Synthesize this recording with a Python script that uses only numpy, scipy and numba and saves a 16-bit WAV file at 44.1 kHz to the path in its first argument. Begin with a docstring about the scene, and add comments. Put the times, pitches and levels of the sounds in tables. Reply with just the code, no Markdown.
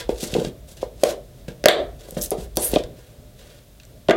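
"""Box opened with a knife

A cardboard box is turned, slit with a knife and opened on a wooden table in a small room; the knife is dropped.
Knocks are damped box tones plus a broad slap, and ring the table modes; ticks are band-limited noise bursts.
The knife is noise contacts through resonances; sliding card is uneven noise in a moving band.
The lid whistles as noise in two climbing resonances. Room tail, rumble and hiss lie below; gain control ducks."""
import sys
import numpy as np
from scipy import signal
from scipy.fft import rfft, irfft
from scipy.io import wavfile
from scipy.ndimage import uniform_filter1d
from numba import njit

SR = 44100
rng = np.random.default_rng(int(sys.argv[2]) if len(sys.argv) > 2 else 0)


def put_to_file(sound):
    """Save the sound as 16-bit audio at rate SR, in the file named by the first command-line argument."""
    columns = np.atleast_2d(sound).T  # one column per channel
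    safe = np.clip(columns, -1, 1)
    whole_steps = np.round(safe * 32767)
    wavfile.write(sys.argv[1], SR, whole_steps.astype(np.int16))


N = 183806
TIME_S = np.arange(N) / SR

# knocks on box and table: t/s, level/dB, box f/Hz, slap centre f/Hz, table ring re knock/dB
KNOCK_EVENTS = [(0.091, -7.5, 475, 350, -30), (0.228, -19.5, 366, 247, -22), (0.331, -24.5, 457, 145, -31),
                (0.35, -11.5, 450, 350, -21.5), (0.364, -10.5, 490, 282, -39.5),
                (0.382, -17.5, 437, 171, -20.5), (0.412, -27, 510, 266, -20), (0.446, -21.5, 602, 337, -36),
                (0.469, -25.5, 193, 161, -23), (0.828, -13.5, 530, 480, -33), (1.033, -5.5, 566, 417, -23),
                (1.481, -27, 465, 146, -22.5), (1.639, -16.5, 570, 363, -30), (1.657, 6, 590, 390, -19.5),
                (1.684, 5, 683, 378, -24), (2.085, -34.5, 550, 400, -29), (2.122, -34, 485, 144, -24),
                (2.167, -21, 543, 185, -19.5), (2.316, -11.5, 434, 405, -21),
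                (2.382, -29.5, 169, 152.5, -21), (2.57, -3.5, 374, 346, -22.5),
                (2.733, -11, 464, 273, -28.5), (2.76, -4.5, 534, 324, -34.5), (2.767, -1, 629, 342, -43.5),
                (2.802, -24, 518, 357, -26), (4.087, 6, 398.3, 400, -22.5), (4.1, 3, 422, 401, -23),
                (4.109, 1, 658, 340, -24)]
# ticks of seals, nails and card edges: t/s, peak/dB, centre f/Hz, width/centre (ratio)
TICK_EVENTS = [(0.0923, -26.5, 1910, 2), (0.1595, -37.5, 3750, 2.4), (0.225, -32, 3530, 1.3),
               (0.2384, -23.5, 3770, 3.4), (0.3396, -15, 3200, 1.34), (0.398, -22, 2100, 5.1),
               (0.4485, -21, 3600, 1.26), (0.77, -37, 4940, 2.3), (0.999, -43, 3880, 1.3),
               (1.036, -4, 3260, 5.1), (1.482, -33.5, 1810, 0.61), (2.0087, -34.5, 3480, 3.1),
               (2.1085, -19, 10800, 1.2), (2.168, -31.5, 1820, 0.9), (2.2134, -19, 6200, 0.39),
               (2.2194, -17, 6240, 0.33), (2.2228, -16, 9400, 1.1), (2.2284, -9.5, 13100, 0.83),
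               (2.2374, -16.5, 7960, 0.49), (2.26, -23, 5830, 0.47), (2.3066, -7.5, 10700, 0.64),
               (2.5577, -24, 10030, 3.6), (2.5643, -20.5, 9770, 1), (2.5707, -1, 9400, 4.1),
               (2.7391, -14, 3380, 2.9), (2.7593, -13.5, 2970, 0.57), (2.8035, -46, 3350, 1.3),
               (2.8373, -28, 3600, 2.7), (3.7994, -36, 3130, 1.1), (3.8338, -38, 3560, 2.7),
               (3.8515, -37, 6450, 1.1), (4.0853, -17, 1870, 1.6), (4.0963, -8.5, 1980, 1.6),
               (4.1084, -2.5, 1810, 1.46)]
# knife landing and bouncing: t/s, peak/dB
KNIFE_HITS = [(1.64, -11), (1.6576, 14.5), (1.6851, 20.5)]
# knife resonances: f/Hz, width/Hz, relative level/dB
KNIFE_MODES = [(1130, 500, -4), (1950, 800, 0), (2700, 900, -5), (3400, 900, -2), (4200, 1000, -3),
               (5200, 1400, -9), (7000, 2500, -13), (10400, 2500, -14)]
# table top modes: f/Hz, relative level/dB, t60/s
TABLE_MODES = [(173.3, -6.5, 0.76), (224, -16, 0.14), (267.5, 6, 0.18), (311, -10, 0.2), (360, -6, 0.68),
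               (376, -34, 0.1), (483, -7, 0.082), (497, -13, 0.5), (542, 10.5, 0.079), (600, 0, 0.076),
               (660, 17, 0.081), (660, 18, 0.2), (743, -6.5, 0.056), (827, -22, 0.22), (899, -8, 0.24),
               (1070, -16, .12)]
# strokes of hand and card: start t/s, rise/s, hold/s, level/dB, centre f/Hz, glide/(octave/s),
# broad rustle re centre band/dB
SLIDE_STROKES = [(0.0, 0.00061, 0.0008, -30.5, 2980, -5, -4.5), (0.087, 0.0018, 0.07, -49, 4000, 20, 7),
                 (0.166, 0.072, 0.0076, -30, 5430, 3.5, -13.5),
                 (0.262, 0.023, 0.18, -40.5, 4760, -0.5, -3.5),
                 (0.664, 0.019, 0.044, -50.5, 8800, -4, -6.5), (0.759, 0.015, 0.065, -49, 5840, -11, -1.5),
                 (0.955, 0.058, 0.053, -51.5, 4800, 10, -0.5), (1.045, 0.002, 0.059, -35, 4400, -9, 12),
                 (1.296, 0.06, 0.055, -66, 4730, 1, -5), (1.48, 0.002, 0.002, -45, 3600, -1, -3),
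                 (1.989, 0.002, 0.091, -54, 4000, 3, 16), (2.058, 0.028, 0.098, -52.5, 9500, -5, -4),
                 (2.169, 0.002, 0.004, -39.5, 7600, 2, 11), (2.177, 0.047, 0.014, -30.5, 9700, 1, -19.5),
                 (2.31, 0.0032, 0.005, -39, 5200, 0, 27), (2.351, 0.031, 0.053, -46.5, 5000, 10, 2),
                 (2.58, 0.002, 0.03, -45, 7500, 3, 16), (2.588, 0.036, 0.12, -37, 8000, 3, -4.5),
                 (2.728, 0.0023, 0.031, -35.5, 3500, -3, 13), (2.74, 0.016, 0.001, -28.5, 3100, 4, -13),
                 (2.784, 0.01, 0.028, -63, 3500, -2, 5), (2.93, 0.04, 0.15, -58.5, 3960, -13, 5),
                 (3.361, 0.03, 0.2, -55.5, 3550, -1, -0.5)]
# low rumble of table and stand: t/s, level/dB
RUMBLE_LEVEL = [(0.0, -44), (0.13, -36.5), (0.67, -43.5), (1.26, -49), (1.89, -39.5), (2.05, -48),
                (2.22, -40.5), (2.56, -36.5), (2.84, -34), (2.92, -49.5), (3.4, -46), (3.6, -53),
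                (4.01, -51.5), (4.17, -34)]
# spectrum of room and microphone hiss: f/Hz, relative density/dB per Hz
HISS_SPECTRUM = [(41, -22), (70, -12.5), (126, -3), (148, -8), (190, -14.5), (256, -13.5), (286, -18),
                 (529, -19.5), (593, -14), (779, -29), (834, -32), (2600, -35.5), (16000, -37.5)]
# room tail bands: centre f/Hz, t60/s, relative level/dB
ROOM_BANDS = [(129, 0.25, -26), (522, 0.34, -14.5), (1290, 0.15, -7.5), (3300, 0.21, -16.5),
              (8100, 0.13, -14), (14000, 0.094, -44)]

BOX_T60_S, BOX_OVERTONE_RATIO, BOX_OVERTONE_DB = 0.023, 1.892, -17.5  # second wall mode re first
SLAP_WIDTH_RATIO = 0.84
# the broad slap counts for less in a hard knock
SOFT_KNOCK_DB, HARD_KNOCK_DB = -20.5, -1
SOFT_SLAP_DB, HARD_SLAP_DB = 3.5, -3
SPOT_SPREAD_DB = 3.5  # mode strength from blow to blow
TABLE_TO_ROOM_DB = 22.5
TICK_T60_AT_1KHZ_S, TICK_SHORTENING_POWER = 0.028, 0.66
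KNIFE_CONTACT_T60_S = .004
STROKE_RISE_DB, STROKE_FALL_DB_PER_S = 22.5, 456
STROKE_SAG_DB_PER_S = 18  # the hand eases off during the hold
DRAG_DB = -0.5
WHISTLE_START_S, WHISTLE_PEAK_S, WHISTLE_STOP_S = 2.592, 2.65, 2.697
WHISTLE_START_HZ, WHISTLE_HZ_PER_S = 7530, 34600  # lower resonance
WHISTLE_UPPER_RATIO, WHISTLE_WIDTH_RATIO = 1.22, 0.095
WHISTLE_WAVER_RATIO = 0.045  # the lid rises in jerks
WHISTLE_DB, WHISTLE_ENDS_DB, WHISTLE_EDGE_DB_PER_S = -24.5, -12.5, 1300  # ends re peak
HISS_DB = -47
PORT_HZ, PORT_WIDTH_RATIO, PORT_DB = 3600, .22, -4  # microphone port resonance
HOLD_DB, RATIO, ATTACK_S, RELEASE_S = -15, 4, 0.0068, 0.035
TOP_HZ = 16000


def undb(db):
    """dB to amplitude."""
    return 10 ** (np.asarray(db) / 20)


def unit(x):
    """Scale to RMS 1."""
    return x / np.sqrt(np.mean(x ** 2))


def fade(t60_s, size):
    """Exponential decay, -60 dB at t60."""
    return np.exp(-np.log(1000) * np.arange(size) / SR / t60_s)


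def add(out, start_s, piece):
    """Mix a piece in at its start, cut at the end of the scene."""
    i = int(start_s * SR)
    out[i:i + len(piece)] += piece[:N - i]


@njit
def svf(x, hz, width_ratio):
    """State-variable band-pass with moving centre, gain 1 there; width is a share of the centre."""
    y, b, l = np.empty(len(x)), 0., 0.
    for i in range(len(x)):
        g = np.tan(np.pi * hz[i] / SR)
        v = (b + g * (x[i] - l)) / (1 + g * (g + width_ratio))
        b, l, y[i] = 2 * v - b, l + 2 * g * v, width_ratio * v
    return y


def band(x, hz, width_ratio):
    """Band-pass at a fixed or moving centre, kept in the stable range."""
    return svf(x, np.clip(hz * np.ones(len(x)), 20, .4 * SR), max(1. * width_ratio, .01))


def band_twice(x, hz, width_ratio):
    """Two equal band-passes in series: steeper skirts."""
    return band(band(x, hz, width_ratio), hz, width_ratio)


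@njit
def follow(x, attack, release):
    """Envelope that rises at one speed and falls at another."""
    y, e = np.empty(len(x)), 0.
    for i in range(len(x)):
        e += (abs(x[i]) - e) * (attack if abs(x[i]) > e else release)
        y[i] = e
    return y


def walk(rate_hz):
    """Random levels held 1 / rate and slewed twice; spread near 1."""
    k = int(SR / rate_hz)
    steps = np.repeat(rng.standard_normal(N // k + 1), k)
    return 1.5 * uniform_filter1d(uniform_filter1d(steps, k), k)[:N]


def knocks():
    """Hollow thumps: a few cycles of the box and a broad low slap, which also push table and room."""
    out, to_room, t = np.zeros(N), np.zeros(N), TIME_S[:6000]
    modes = table_modes(size=16000)
    contact = np.exp(-((t - .002) / .0003) ** 2)  # palm or card face pushes for under a millisecond
    rise = 1 - np.exp(-(t / .003) ** 2)  # soft card takes a few ms to load
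    spots = rng.standard_normal((len(KNOCK_EVENTS), len(TABLE_MODES)))
    for (start_s, db, hz, slap_hz, ring_db), spot in zip(KNOCK_EVENTS, spots):
        slap_db = np.interp(db, [SOFT_KNOCK_DB, HARD_KNOCK_DB], [SOFT_SLAP_DB, HARD_SLAP_DB])
        slap = band(band(contact, slap_hz, SLAP_WIDTH_RATIO), slap_hz, 2 * SLAP_WIDTH_RATIO)
        slap = undb(slap_db) * slap / np.abs(slap).max()
        overtone = undb(BOX_OVERTONE_DB) * np.sin(2 * np.pi * BOX_OVERTONE_RATIO * hz * t)
        box = 2 * (np.sin(2 * np.pi * hz * t) + overtone) * fade(BOX_T60_S, len(t)) * rise
        thump = undb(db) * (box + slap)
        add(out, start_s, thump)
        add(out, start_s, undb(ring_db) * table(thump, modes, spot))
        # the more a blow couples to the table, the more it fills the room
        add(to_room, start_s, undb(ring_db + TABLE_TO_ROOM_DB) * thump)
    return out, to_room


def table(push, modes, spot):
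    """Each blow lands on another spot, so it wakes the modes in other shares and signs."""
    ring = (np.sign(spot) * undb(SPOT_SPREAD_DB * np.abs(spot))) @ modes
    return signal.fftconvolve(push, ring / np.sqrt(np.sum(ring ** 2)))


def table_modes(size):
    """One decaying sine a row, for each mode of the table top."""
    t = TIME_S[:size]
    return np.array([undb(db) * fade(t60_s, size) * np.sin(2 * np.pi * hz * t)
                     for hz, db, t60_s in TABLE_MODES])


def ticks():
    """Each tick is a tiny burst of noise in one steep band; high ticks die faster."""
    out = np.zeros(N)
    noises = rng.standard_normal((len(TICK_EVENTS), 2000))
    for (start_s, db, hz, width_ratio), noise in zip(TICK_EVENTS, noises):
        t60_s = TICK_T60_AT_1KHZ_S * (hz / 1000) ** -TICK_SHORTENING_POWER
        burst = band_twice(noise * fade(t60_s, len(noise)), hz, width_ratio)
        add(out, start_s, undb(db) * burst / np.abs(burst).max())
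    return out


def knife():
    """Hard rattling contacts excite the damped handle and blade."""
    out = np.zeros(N)
    for (start_s, db), noise in zip(KNIFE_HITS, rng.standard_normal((len(KNIFE_HITS), 6000))):
        contact = noise * fade(KNIFE_CONTACT_T60_S, len(noise))
        ring = sum(undb(mode_db) * unit(band(contact, hz, width_hz / hz))
                   for hz, width_hz, mode_db in KNIFE_MODES)
        add(out, start_s, undb(db) * ring / np.abs(ring).max())
    return out


def slides():
    """Dense uneven fibre catches in a moving band over a broad rustle; the drag rumbles in the box."""
    start_s, rise_s, hold_s, db, centre_hz, glide, broad_db = np.transpose(SLIDE_STROKES)
    levels_db = np.array([stroke(*times) for times in zip(start_s, rise_s, hold_s)]) + db[:, None]
    loudest = levels_db.argmax(axis=0)  # the loudest stroke sets level and colour
    octaves = np.clip(glide[loudest] * (TIME_S - start_s[loudest]), -1, 1)
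    hz = uniform_filter1d(centre_hz[loudest] * 2 ** octaves, 400)
    broad = uniform_filter1d(undb(broad_db)[loudest], 400)
    gain = uniform_filter1d(undb(levels_db.max(axis=0)), 200) * undb(2.2 * walk(140))
    fibres = rng.standard_normal(N) * undb(3.23 * rng.exponential(size=N))
    catches = unit(band_twice(fibres, hz, 2.06))
    rustle = unit(band(rng.standard_normal(N), 3900, 2.3))
    drag = unit(band_twice(rng.standard_normal(N), 422, 0.85)) * undb(DRAG_DB + walk(60))
    return gain * (catches + broad * (rustle + drag)) / np.sqrt(1 + broad ** 2)


def stroke(start_s, rise_s, hold_s):
    """Envelope in dB: climb, hold with a slight sag, then fall steadily."""
    top_s = start_s + max(rise_s, 1 / SR)
    climb = STROKE_RISE_DB * np.minimum(TIME_S - top_s, 0) / (top_s - start_s)
    sag = STROKE_SAG_DB_PER_S * np.clip(TIME_S - top_s, 0, hold_s)
    fall = STROKE_FALL_DB_PER_S * np.maximum(TIME_S - top_s - hold_s, 0)
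    return climb - sag - fall


def whistle():
    """Air in the gap of the rising lid: noise in two narrow resonances that climb as it opens."""
    swell_db = np.interp(TIME_S, [WHISTLE_START_S, WHISTLE_PEAK_S, WHISTLE_STOP_S],
                         [WHISTLE_ENDS_DB, 0, WHISTLE_ENDS_DB])
    outside_s = np.maximum(WHISTLE_START_S - TIME_S, 0) + np.maximum(TIME_S - WHISTLE_STOP_S, 0)
    gain = undb(WHISTLE_DB + swell_db - WHISTLE_EDGE_DB_PER_S * outside_s + 1.1 * walk(170))
    climb_hz = WHISTLE_START_HZ + WHISTLE_HZ_PER_S * (TIME_S - WHISTLE_START_S)
    climb_hz = np.clip(climb_hz, WHISTLE_START_HZ, 2 * WHISTLE_START_HZ)
    hz = climb_hz * (1 + WHISTLE_WAVER_RATIO * walk(39.94))
    return gain * sum(unit(band(rng.standard_normal(N), hz * k, WHISTLE_WIDTH_RATIO))
                      for k in (1, WHISTLE_UPPER_RATIO))


def room(x):
    """Reverberation: decaying noise, band by band, after a short gap."""
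    size = SR // 2
    tail = sum(undb(db) * unit(band_twice(rng.standard_normal(size), hz, 1.35)) * fade(t60_s, size)
               for hz, t60_s, db in ROOM_BANDS)
    onset = 1 - np.exp(-(TIME_S[:size] / 0.00067) ** 2)
    return signal.fftconvolve(x, tail * onset * undb(-27.5))[:N]


def shake():
    """Slow wobble of table and stand: low band noise under a level curve."""
    t_s, db = np.transpose(RUMBLE_LEVEL)
    rumble = band(band(rng.standard_normal(N), 51.5, 0.3), 39.0, 1.0)
    return undb(np.interp(TIME_S, t_s, db)) * unit(rumble)


def air():
    """Steady coloured hiss, the lower bands wavering a little."""
    hz = np.arange(1, N // 2 + 2) * SR / N
    point_hz, point_db = np.transpose(HISS_SPECTRUM)
    colour = undb(np.interp(np.log(hz), np.log(point_hz), point_db))
    hiss = irfft(rfft(rng.standard_normal(N)) * colour, N)
    low = band(hiss, 290, 3.1)
    return undb(HISS_DB) * unit(hiss + low * (undb(2.5 * walk(9)) - 1))


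def scene():
    """Sum of direct sources, room tail, rumble and hiss."""
    thumps, to_room = knocks()
    near = ticks() + knife() + slides() + whistle()
    return (near + thumps + room(near + to_room) + shake() + air())[None]


def record(dry):
    """Port lifts one band; gain control ducks after loud hits, recovers fast; peaks clip; top is cut."""
    mic = dry[0] + undb(PORT_DB) * band(dry[0], PORT_HZ, PORT_WIDTH_RATIO)
    env = follow(mic, 1 / (ATTACK_S * SR), 1 / (RELEASE_S * SR))
    held = mic * np.maximum(env / undb(HOLD_DB), 1) ** (1 / RATIO - 1)
    low_pass = signal.ellip(12, .2, 85, TOP_HZ, fs=SR, output="sos")
    return signal.sosfilt(low_pass, np.clip(held, -.97, .97))[None]


dry = scene()
out = record(dry)
put_to_file(out)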